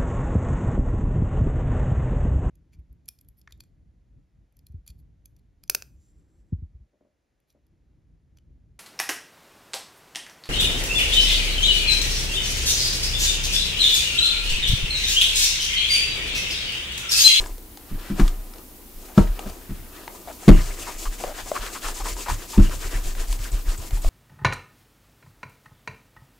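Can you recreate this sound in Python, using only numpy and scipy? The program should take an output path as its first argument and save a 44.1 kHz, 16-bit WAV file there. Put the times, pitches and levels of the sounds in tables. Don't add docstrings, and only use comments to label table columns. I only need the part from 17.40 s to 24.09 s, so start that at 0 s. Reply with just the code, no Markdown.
import sys
import numpy as np
from scipy import signal
from scipy.io import wavfile

SR = 44100
rng = np.random.default_rng(int(sys.argv[2]) if len(sys.argv) > 2 else 0)


def master_out(mix):
    frames = np.transpose(np.atleast_2d(mix))
    ceiling = np.clip(frames, -1, 1)
    pcm = np.round(ceiling * 32767).astype(np.int16)
    wavfile.write(sys.argv[1], SR, pcm)


N = 295029


def amp(db):
    return 10 ** (np.asarray(db) / 20)


def rms_one(x):
    return x / np.sqrt(np.mean(x ** 2) + 1e-20)


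def at_hz(points, hz):
    table_hz, values = np.array(points).T
    return np.interp(np.log(hz), np.log(table_hz), values)


def drift(rate_hz):
    r = np.exp(-80 * np.pi * rate_hz / SR)
    noise = rng.standard_normal(N // 40 + 2002)
    slow = signal.lfilter([1], [1, -2 * r, r * r], noise)[2000:]
    return np.interp(np.arange(N) / 40, np.arange(len(slow)), rms_one(slow))


def soften(x, hz):
    r = np.exp(-2 * np.pi * hz / SR)
    return signal.lfilter([(1 - r) ** 2], [1, -2 * r, r * r], x)


def ring(clicks, hz, t60_s):
    r, w = amp(-60 / (t60_s * SR)), 2 * np.pi * hz / SR
    return signal.lfilter([0, np.sin(w)], [1, -2 * r * np.cos(w), r * r], clicks + 1e-18)


def grit(per_s, spread_db):
    size_db = spread_db * np.minimum(rng.exponential(1, (2, N)), 4)
    clicks = amp(size_db) * (rng.random((2, N)) < per_s / SR)
    return rms_one(rng.standard_normal((2, N)) * (1 + clicks))


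def stereo(pair, alike):
    alike = np.clip(alike, 0, 1)
    return np.sqrt(1 + alike) * pair[0] + np.sqrt(1 - alike) * pair[1] * [[1], [-1]]


def banded(sources, spectrum, likeness, patchy_db, low_hz):
    out, edges_hz = 0, low_hz * 2 ** np.arange(0, np.log2(18000 / low_hz), 0.5)
    for k, (low, high) in enumerate(zip(edges_hz, edges_hz[1:])):
        band = signal.butter(2, [low, high], "band", fs=SR, output="sos")
        pair = signal.sosfilt(band, sources[k % 2])
        hz = np.sqrt(low * high)
        level = amp(at_hz(spectrum, hz) + patchy_db * drift(14.5))
        out = out + level * stereo(pair, at_hz(likeness, hz))
    return rms_one(out)


def resonant(pair, peaks, likeness, patchy_db):
    out = 0
    for k, (hz, width_hz, level_db) in enumerate(peaks):
        r = np.exp(-np.pi * width_hz / SR)
        poles = [1, -2 * r * np.cos(2 * np.pi * hz / SR), r * r]
        band = signal.lfilter([1 - r * r, 0, r * r - 1], poles, pair)
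        level = (-1) ** k * amp(level_db + patchy_db * drift(17.0))
        out = out + level * stereo(band, at_hz(likeness, hz))
    return rms_one(out)


# (frequency [Hz], relative level [dB])
AIR_SPECTRUM = [(26, -42), (45, 17), (85, -31), (191, -33), (233, 9.5), (263, -19.5), (336, 4.5),
                (371, -19), (409, 0), (486, -32.5), (719, -3.5), (942, -20), (4640, -23.5), (12700, -20),
                (15800, -13.5)]
# (frequency [Hz], likeness [0-1])
AIR_LIKENESS = [(60, 0.85), (180, 0.97), (550, 0.61), (1650, 0.14), (4970, 0.29), (15000, 0.88)]
AIR_DB = -46


def room_air():
    noise = rng.standard_normal((2, 2, N))
    return amp(AIR_DB) * banded(noise, AIR_SPECTRUM, AIR_LIKENESS, patchy_db=0.5, low_hz=45.65)


# (time loudest [s], swell time [s], fibre hiss [dB], drag [dB], hollow [dB])
RUSTLES = [(0.0, .01, -38, -45.5, -39), (0.671, 0.22, -64, -42.5, -45.5), (0.793, .03, -36.5, -38, -34.5),
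           (0.86, 0.034, -75, -55, -56), (1.19, 0.33, -61, -61, -53.5), (1.66, 0.15, -49, -60, -48.5),
           (1.778, 0.029, -43, -43.5, -39.5), (1.86, 0.11, -61, -50, -52), (1.998, 0.033, -53, -49, -40.5),
           (2.1, 0.13, -50, -55, -48.5), (2.36, 0.36, -59, -51.5, -71), (2.6, 0.25, -58, -49.5, -49.5),
           (2.76, 0.24, -51, -61, -50), (2.93, 0.16, -48.5, -59, -50)]
SWELL_DB, RUSTLE_FADE_DB_S = 17.5, 130.5


def rustle_levels():
    t, levels = np.arange(N) / SR, np.zeros((3, N))
    for s, swell_s, *level_db in RUSTLES:
        shape_db = np.where(t < s, SWELL_DB * (t - s) / swell_s, RUSTLE_FADE_DB_S * (s - t))
        levels += np.outer(amp(level_db), amp(shape_db))
    return levels


# (frequency [Hz], relative level [dB per Hz])
FIBRES = [(2100, -3), (2700, 0.5), (3500, -2), (4800, 0.5), (5800, 0.5), (6900, 3.5), (8500, 2),
          (10500, -5), (13000, -7), (16000, -7)]
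# (frequency [Hz], width [Hz], relative level [dB])
LEATHER_PANELS = [(1566, 1800, 11), (2020, 590, 14.5), (2460, 1060, -4)]
# (frequency [Hz], width [Hz], relative level [dB])
SHOE_HOLLOW = [(344, 103, 6.5), (730, 168, 1), (987, 34, 4), (1235, 79, 1)]
# (frequency [Hz], likeness [0-1])
RUB_LIKENESS = [(60, 0.97), (180, 0.94), (550, 0.93), (1650, 0.6), (4970, 0.87), (15000, 0.15)]
GRIP_DB, GRIP_HZ = 1.6, 21.5


def friction():
    levels = rustle_levels() + stroke_levels()
    levels *= amp([GRIP_DB * drift(GRIP_HZ) for layer in levels])
    hiss_grit = [grit(1500, 3.0), grit(1500, 3.0)]
    hiss = banded(hiss_grit, FIBRES, RUB_LIKENESS, patchy_db=0.8, low_hz=2100)
    drag = resonant(grit(600, 4.0), LEATHER_PANELS, RUB_LIKENESS, patchy_db=1.5)
    hollow = resonant(grit(300, 5.0), SHOE_HOLLOW, RUB_LIKENESS, patchy_db=1.5)
    return levels[0] * hiss + levels[1] * drag + levels[2] * hollow


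# (time of widest swing [s], swing [dB], rumble [dB])
JOLTS = [(0.0, -23, -37), (0.12, -32, -60), (0.54, -26, -34.5), (0.74, -26, -41), (0.838, -10, -34),
         (1.0, -32.5, -50), (1.58, -37.5, -66), (1.816, -13.5, -20), (1.91, -23, -48), (2.08, -33, -36.5),
         (2.33, -31, -35.5), (2.42, -42, -40), (3.113, -3.5, -7), (3.3, -27, -57), (3.45, -41, -44.5),
         (3.57, -31, -55), (3.69, -24, -49), (3.88, -33.5, -47), (4.05, -36, -53), (4.22, -32.5, -47),
         (4.471, -26.5, -54), (4.63, -24, -47), (4.73, -28, -41.5), (4.922, -24.5, -26.5), (5.209, -6, -11),
         (5.38, -31.5, -37), (5.47, -29.5, -41), (5.57, -22, -32.5), (5.678, -21.5, -32),
         (5.79, -23.5, -41.5), (5.91, -18.5, -41), (6.02, -24.5, -40), (6.148, -18.5, -36),
         (6.289, -18, -38), (6.41, -30, -36.5), (6.548, -18.5, -31.5), (6.672, -15, -28.5)]
AFTER_FADE_DB_S = 81


def jolt_levels(column, lead_s, build_s, fade_db_s, after_db):
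    t, power = np.arange(0, N + 40, 40) / SR, 0
    for row in JOLTS:
        since_s = t - row[0] + lead_s
        after_s = np.maximum(since_s, 0)
        build = np.sin(np.pi / 2 * np.clip(1 + since_s / build_s, 0, 1)) ** 2
        fade = amp(-fade_db_s * after_s) + amp(after_db - AFTER_FADE_DB_S * after_s)
        power = power + (amp(row[column]) * build * fade) ** 2
    return np.interp(np.arange(N) / SR, t, np.sqrt(power))


SWING_HZ, SWING_REST_DB, RUMBLE_REST_DB = 30.87, -54, -58.5


def wobble():
    sway = jolt_levels(column=1, lead_s=0, build_s=0.042, fade_db_s=216, after_db=-20)
    shake = jolt_levels(column=2, lead_s=0.012, build_s=0.03, fade_db_s=280, after_db=-24)
    phase = 2 * np.pi * np.cumsum(SWING_HZ * (1 + 0.1222 * drift(7.6))) / SR
    swing_level = (sway + amp(SWING_REST_DB)) * amp(2.2 * drift(12))
    swing = np.sqrt(2) * swing_level * np.sin(phase)
    band = signal.butter(2, [55, 108], "band", fs=SR, output="sos")
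    noise = signal.sosfilt(band, rng.standard_normal((2, N)))
    rumble = (shake + amp(RUMBLE_REST_DB)) * rms_one(stereo(noise, 0.73))
    return swing * amp([[0.3], [-0.3]]) + rumble


# (time [s], level [dB], ring [Hz], snap level [dB], snap frequency [Hz])
TAPS = [(0.039, -29.5, 1680, -36, 2630), (0.06, -27, 970, -34.5, 2410), (0.181, -35, 453, -41.5, 8150),
        (0.373, -36, 790, -36, 4440), (0.879, -30, 1180, -26, 3270), (1.137, -41, 1340, -40, 5410),
        (1.159, -36.5, 496, -44, 3090), (1.183, -40, 850, -40, 5680), (1.992, -23.5, 745, -29.5, 4100),
        (2.098, -30, 690, -34, 4550), (2.678, -25, 915, -33, 2380), (2.874, -26, 730, -56, 3050),
        (3.032, -30.5, 740, -50, 6500), (3.811, -30, 600, -48, 3380), (3.838, -14, 715, -30, 2000),
        (3.844, -16, 565, -49, 4150), (4.116, -9.5, 613, -33, 2020), (4.164, -21, 1260, -38, 2040),
        (4.766, -29, 960, -41, 2500), (4.899, -15, 986, -30, 7070), (5.295, -28, 600, -34, 2540),
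        (5.751, -40, 724, -36.5, 2610), (5.927, -30.5, 980, -26.5, 5200), (5.991, -45, 900, -36, 2600),
        (6.508, -34, 736, -33, 2830), (6.572, -31.5, 860, -43, 2460), (6.646, -19, 660, -34.5, 2930)]
TAP_T60_S, SNAP_T60_S, TAP_ONSET_S = 0.023, 0.019, 0.0011


def taps():
    out, t = np.zeros(N), np.arange(SR // 8) / SR
    noises = rng.standard_normal((len(TAPS), len(t)))
    for (s, level_db, hz, snap_db, snap_hz), noise in zip(TAPS, noises):
        overtone = 0.51 * np.sin(2 * np.pi * 1.675 * hz * t) * amp(-60 * t / TAP_T60_S)
        tone = np.sin(2 * np.pi * hz * t) + overtone
        tone *= amp(level_db - 60 * t / TAP_T60_S) * np.minimum(t / TAP_ONSET_S, 1)
        band = signal.butter(1, [snap_hz / 1.94, snap_hz * 1.36], "band", fs=SR, output="sos")
        snap = rms_one(signal.sosfilt(band, noise)) * amp(snap_db - 60 * t / SNAP_T60_S)
        i = round(s * SR)
        out[i:i + len(t)] += (tone + snap)[:N - i]
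    return out


# (time [s], level [dB])
JINGLES = [(0.0692, -34), (6.118, -30.5), (6.377, -30), (6.6192, -32)]
# (frequency [Hz], relative level [dB], t60 [s])
BUCKLE_MODES = [(6960, -6.5, 0.024), (7960, 0, 0.027)]


def jingles():
    touches = np.zeros(N)
    for s, level_db in JINGLES:
        pair = [round(s * SR), round((s + 0.0022) * SR)]
        touches[pair] = amp(level_db) * np.array([0.6, 1])
    return sum(amp(mode_db) * ring(touches, hz, t60_s) for hz, mode_db, t60_s in BUCKLE_MODES)


def crack(rows, t60_s, low_hz, high_hz):
    kicks = np.zeros(N)
    for s, level_db in rows:
        kicks[round(s * SR)] = amp(level_db)
    fade = signal.lfilter([1], [1, -amp(-60 / (t60_s * SR))], kicks + 1e-18)
    band = signal.butter(1, [low_hz, high_hz], "band", fs=SR, output="sos")
    return fade * rms_one(signal.sosfilt(band, rng.standard_normal(N)))


# (time [s], level [dB], hardness: modes over 400 Hz [dB],
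# crack level [dB], damping: share of free ring time [0-1])
BLOWS = [(0.513, -27.5, -15, -60, 0.66), (0.535, -29, -30, -67, 0.63), (0.7, -18, -33, -42, 1),
         (0.795, -9, -15, -24, 0.66), (1.776, 3, -1, -22.5, 0.43), (2.059, -28.5, 1, -44, 0.6),
         (2.293, -25.5, -9, -47.5, 0.24), (2.305, -23.5, -14, -51, 0.58), (3.079, 6.5, -16, -17.5, 0.83),
         (3.087, -7.5, -0.5, -21.5, 0.79), (5.177, -4.5, -21, -31.5, 0.82), (5.195, -13, -5, -35, 0.27)]
# (frequency [Hz], relative level [dB], free t60 [s])
BENCH_MODES = [(155.9, -8.5, 0.24), (198.8, 3, 0.16), (278, -1, 0.1), (328.8, -9, 0.171),
               (436, -20.5, 0.32), (509, -10, 0.11), (619.6, -8.5, 0.16), (762, -21, 0.25),
               (930, -24, 0.36), (993, -16.5, 0.15), (1128, -10, 0.059), (1326, -9.5, 0.12),
               (1330, -49, 0.15)]
CONTACT_HZ, SINK_S, CRACK_DELAY_S = 1460, 0.0054, 0.002


def blows():
    out, t = np.zeros((2, N)), np.arange(SR // 2) / SR
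    spread_db = rng.normal(0, 1.5, (len(BLOWS), len(BENCH_MODES)))
    hz, mode_db, t60_s = np.transpose(BENCH_MODES)[:, :, None]
    upper = hz > 400
    sinking = np.minimum(t / SINK_S, 1)
    for (s, level_db, hard_db, crack_db, damping), own_db in zip(BLOWS, spread_db):
        start_db = level_db + mode_db + hard_db * upper + own_db[:, None]
        level = amp(start_db - 60 * t / (t60_s * damping))
        rings = sinking * level * np.sin(2 * np.pi * hz * t)
        for side, lean_db in enumerate([2.0, -2.0]):
            mixed = np.sum(rings * amp(lean_db * upper), axis=0)
            out[side, round(s * SR):][:len(t)] += mixed
    contacts = np.array(BLOWS)[:, [0, 3]] + [CRACK_DELAY_S, 0]
    burst = crack(contacts, t60_s=0.086, low_hz=640, high_hz=1480)
    return soften(out, CONTACT_HZ) + burst * amp([[2.0], [-2.0]])


# (time [s], length [s], ring [Hz], level [dB])
CATCHES = [(1.682, 0.044, 724, -48.5), (2.878, 0.04, 680, -39.5), (3.467, 0.05, 960, -36.5),
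           (3.653, 0.028, 1140, -38.5), (3.8, 0.018, 664, -39), (3.867, 0.063, 630, -38),
           (3.979, 0.033, 796, -40.5), (4.064, 0.016, 685, -42), (4.151, 0.028, 1150, -29.5),
           (4.221, 0.085, 1170, -43.5), (4.349, 0.03, 1200, -37), (4.441, 0.031, 1220, -34),
           (4.483, 0.014, 960, -35.5), (4.6, 0.026, 900, -37), (4.654, 0.0304, 980, -35),
           (4.859, 0.059, 940, -36), (4.882, 0.032, 980, -34.5), (5.13, 0.038, 970, -39),
           (5.31, 0.029, 1250, -41), (6.047, 0.019, 1520, -44), (6.316, 0.042, 1180, -47.5)]
CATCH_CYCLES = 8.4


def catches():
    slips = np.diff(grit(610, 2.5), prepend=0)
    t, out = np.arange(N) / SR, np.zeros((2, N))
    for s, length_s, hz, level_db in CATCHES:
        part = slice(round(s * SR), round((s + length_s + 0.036) * SR))
        times_s = [0, 0.003, length_s, length_s + 0.00094]
        swell = np.interp(t[part] - s, times_s, [0.073, 0.92, 0.54, 0.072])
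        t60_s = CATCH_CYCLES / hz
        low = rms_one(ring(slips[:, part], hz, t60_s))
        high = rms_one(ring(slips[:, part], 1.85 * hz, t60_s))
        out[:, part] += amp(level_db) * swell * stereo(low + 0.096 * high, 0.94)
    return out


# (time of turn [s], speed-up time [s], fibre hiss [dB], drag [dB])
STROKES = [(2.993, 0.12, -41.5, -46), (3.142, 0.058, -38, -39.5), (3.236, 0.036, -38, -42.5),
           (3.342, 0.071, -38, -45), (3.458, .029, -38, -43.5), (3.56, 0.074, -36.5, -50),
           (3.699, .034, -41, -45), (3.766, 0.046, -39.5, -46), (3.932, 0.06, -41.5, -40),
           (4.033, 0.053, -41, -48), (4.12, 0.046, -40.5, -40), (4.202, 0.05, -39.5, -37),
           (4.301, 0.032, -39, -46.5), (4.41, 0.067, -35, -36), (4.529, 0.051, -35.5, -47),
           (4.631, 0.044, -34, -40), (4.748, 0.063, -36.5, -43), (4.854, .057, -38, -39.5),
           (4.964, 0.036, -42, -46), (5.078, 0.053, -37, -53), (5.194, 0.049, -39, -40),
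           (5.29, .045, -38.5, -42), (5.385, 0.055, -38.5, -39.5), (5.495, 0.056, -38, -38.5),
           (5.621, 0.042, -39, -44), (5.744, 0.063, -41, -41.5), (5.859, 0.064, -39.5, -47.5),
           (5.973, 0.079, -40.5, -43.5), (6.102, 0.061, -42.5, -48), (6.243, 0.076, -41.5, -43),
           (6.357, 0.091, -41.5, -48), (6.499, 0.065, -43.5, -46.5), (6.597, 0.11, -38.5, -45)]
LAST_TURN_S, LEAD_S, RUN_ON_S, SPEED_POWER = 6.76, 0.0042, 0.011, 1.005
HOLLOW_DB, HOLLOW_FOLLOWS_DRAG = -3.5, 0.34
CIRCLING_SPEED, CIRCLES_UNTIL_S = 0.13, 3.65


def stroke_levels():
    t, levels = np.arange(N) / SR, np.zeros((3, N))
    ends_s = [row[0] for row in STROKES[1:]] + [LAST_TURN_S]
    for (start, rise_s, hiss_db, drag_db), end in zip(STROKES, ends_s):
        rest = CIRCLING_SPEED * (end < CIRCLES_UNTIL_S)
        times_s = [start - LEAD_S, start + rise_s, end + RUN_ON_S]
        speed = np.interp(t, times_s, [rest, 1, rest], left=0, right=0)
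        hollow_db = HOLLOW_DB + hiss_db + HOLLOW_FOLLOWS_DRAG * (drag_db - hiss_db)
        loudness = np.sin(np.pi / 2 * speed) ** SPEED_POWER
        levels += np.outer(amp([hiss_db, drag_db, hollow_db]), loudness)
    return levels


# (time loudest [s], swell time [s], fade time [s], pitch when loudest [Hz], level [dB])
SQUEALS = [(3.122, .015, 0.1, 2830, -38), (3.423, 0.022, 0.094, 2680, -44.5), (4.81, 0.027, 0.1, 2600, -44),
           (5.272, 0.081, 0.027, 2860, -43)]
SQUEAL_WIDTH_HZ, SQUEAL_SAG_HZ_S, SQUEAL_RANGE_DB = 230, 1200, 18


def squeals():
    t, out = np.arange(N) / SR, np.zeros(N)
    noise = rng.standard_normal(N) + 1j * rng.standard_normal(N)
    wander = rms_one(soften(noise, SQUEAL_WIDTH_HZ).view(float)).view(complex)
    for s, swell_s, fade_s, hz, level_db in SQUEALS:
        shape = np.interp(t, [s - swell_s, s, s + fade_s], [0, 1, 0])
        phase = 2 * np.pi * (hz * (t - s) - SQUEAL_SAG_HZ_S * (t - s) ** 2 / 2)
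        level = (shape > 0) * amp(level_db - SQUEAL_RANGE_DB * (1 - shape))
        out += level * np.real(wander * np.exp(1j * phase))
    return out


SHOP_T60_S, WALL_CUT_HZ, SHOP_DB = 0.24, 3000, -11


def shop(x):
    out, dull = np.zeros((2, N)), np.exp(-2 * np.pi * WALL_CUT_HZ / SR)
    lags = (rng.uniform(0.01, 0.035, 12) * SR).astype(int)
    for k, lag in enumerate(lags):
        loop, gain, state = x.copy(), amp(-60 * lag / SR / SHOP_T60_S), [0.]
        for i in range(lag, N, lag):
            back, state = signal.lfilter([gain * (1 - dull)], [1, -dull], loop[i - lag:i], zi=state)
            loop[i:i + lag] += back[:N - i]
        out[k % 2] += (loop - x) * (-1) ** (k // 2)
    return out


def scene():
    bench, small = blows(), taps() + jingles() + squeals()
    rubbing = friction() + catches()
    highpass = signal.butter(2, 300, "high", fs=SR, output="sos")
    airborne = signal.sosfilt(highpass, bench.mean(axis=0) + small)
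    near = small * amp([[1.5], [-1.5]]) + rubbing * amp([[1.3], [-1.3]])
    near = near + bench * amp([[0.4], [-0.4]])
    return near + amp(SHOP_DB) * shop(airborne) + room_air() * amp([[0.4], [-0.4]]) + wobble()


NOTCH_HZ, NOTCH_WIDTH_HZ, CUTOFF_HZ = 5940, 120, 16150


def record(dry):
    dipped = signal.lfilter(*signal.iirnotch(NOTCH_HZ, NOTCH_HZ / NOTCH_WIDTH_HZ, SR), dry)
    squeezed = 1.04 * dipped / (1 + dipped ** 6) ** (1 / 6)
    top_cut = signal.cheby2(20, 70, CUTOFF_HZ, fs=SR, output="sos")
    return np.clip(signal.sosfilt(top_cut, squeezed), -1, 1)


dry = scene()
out = record(dry)
master_out(out)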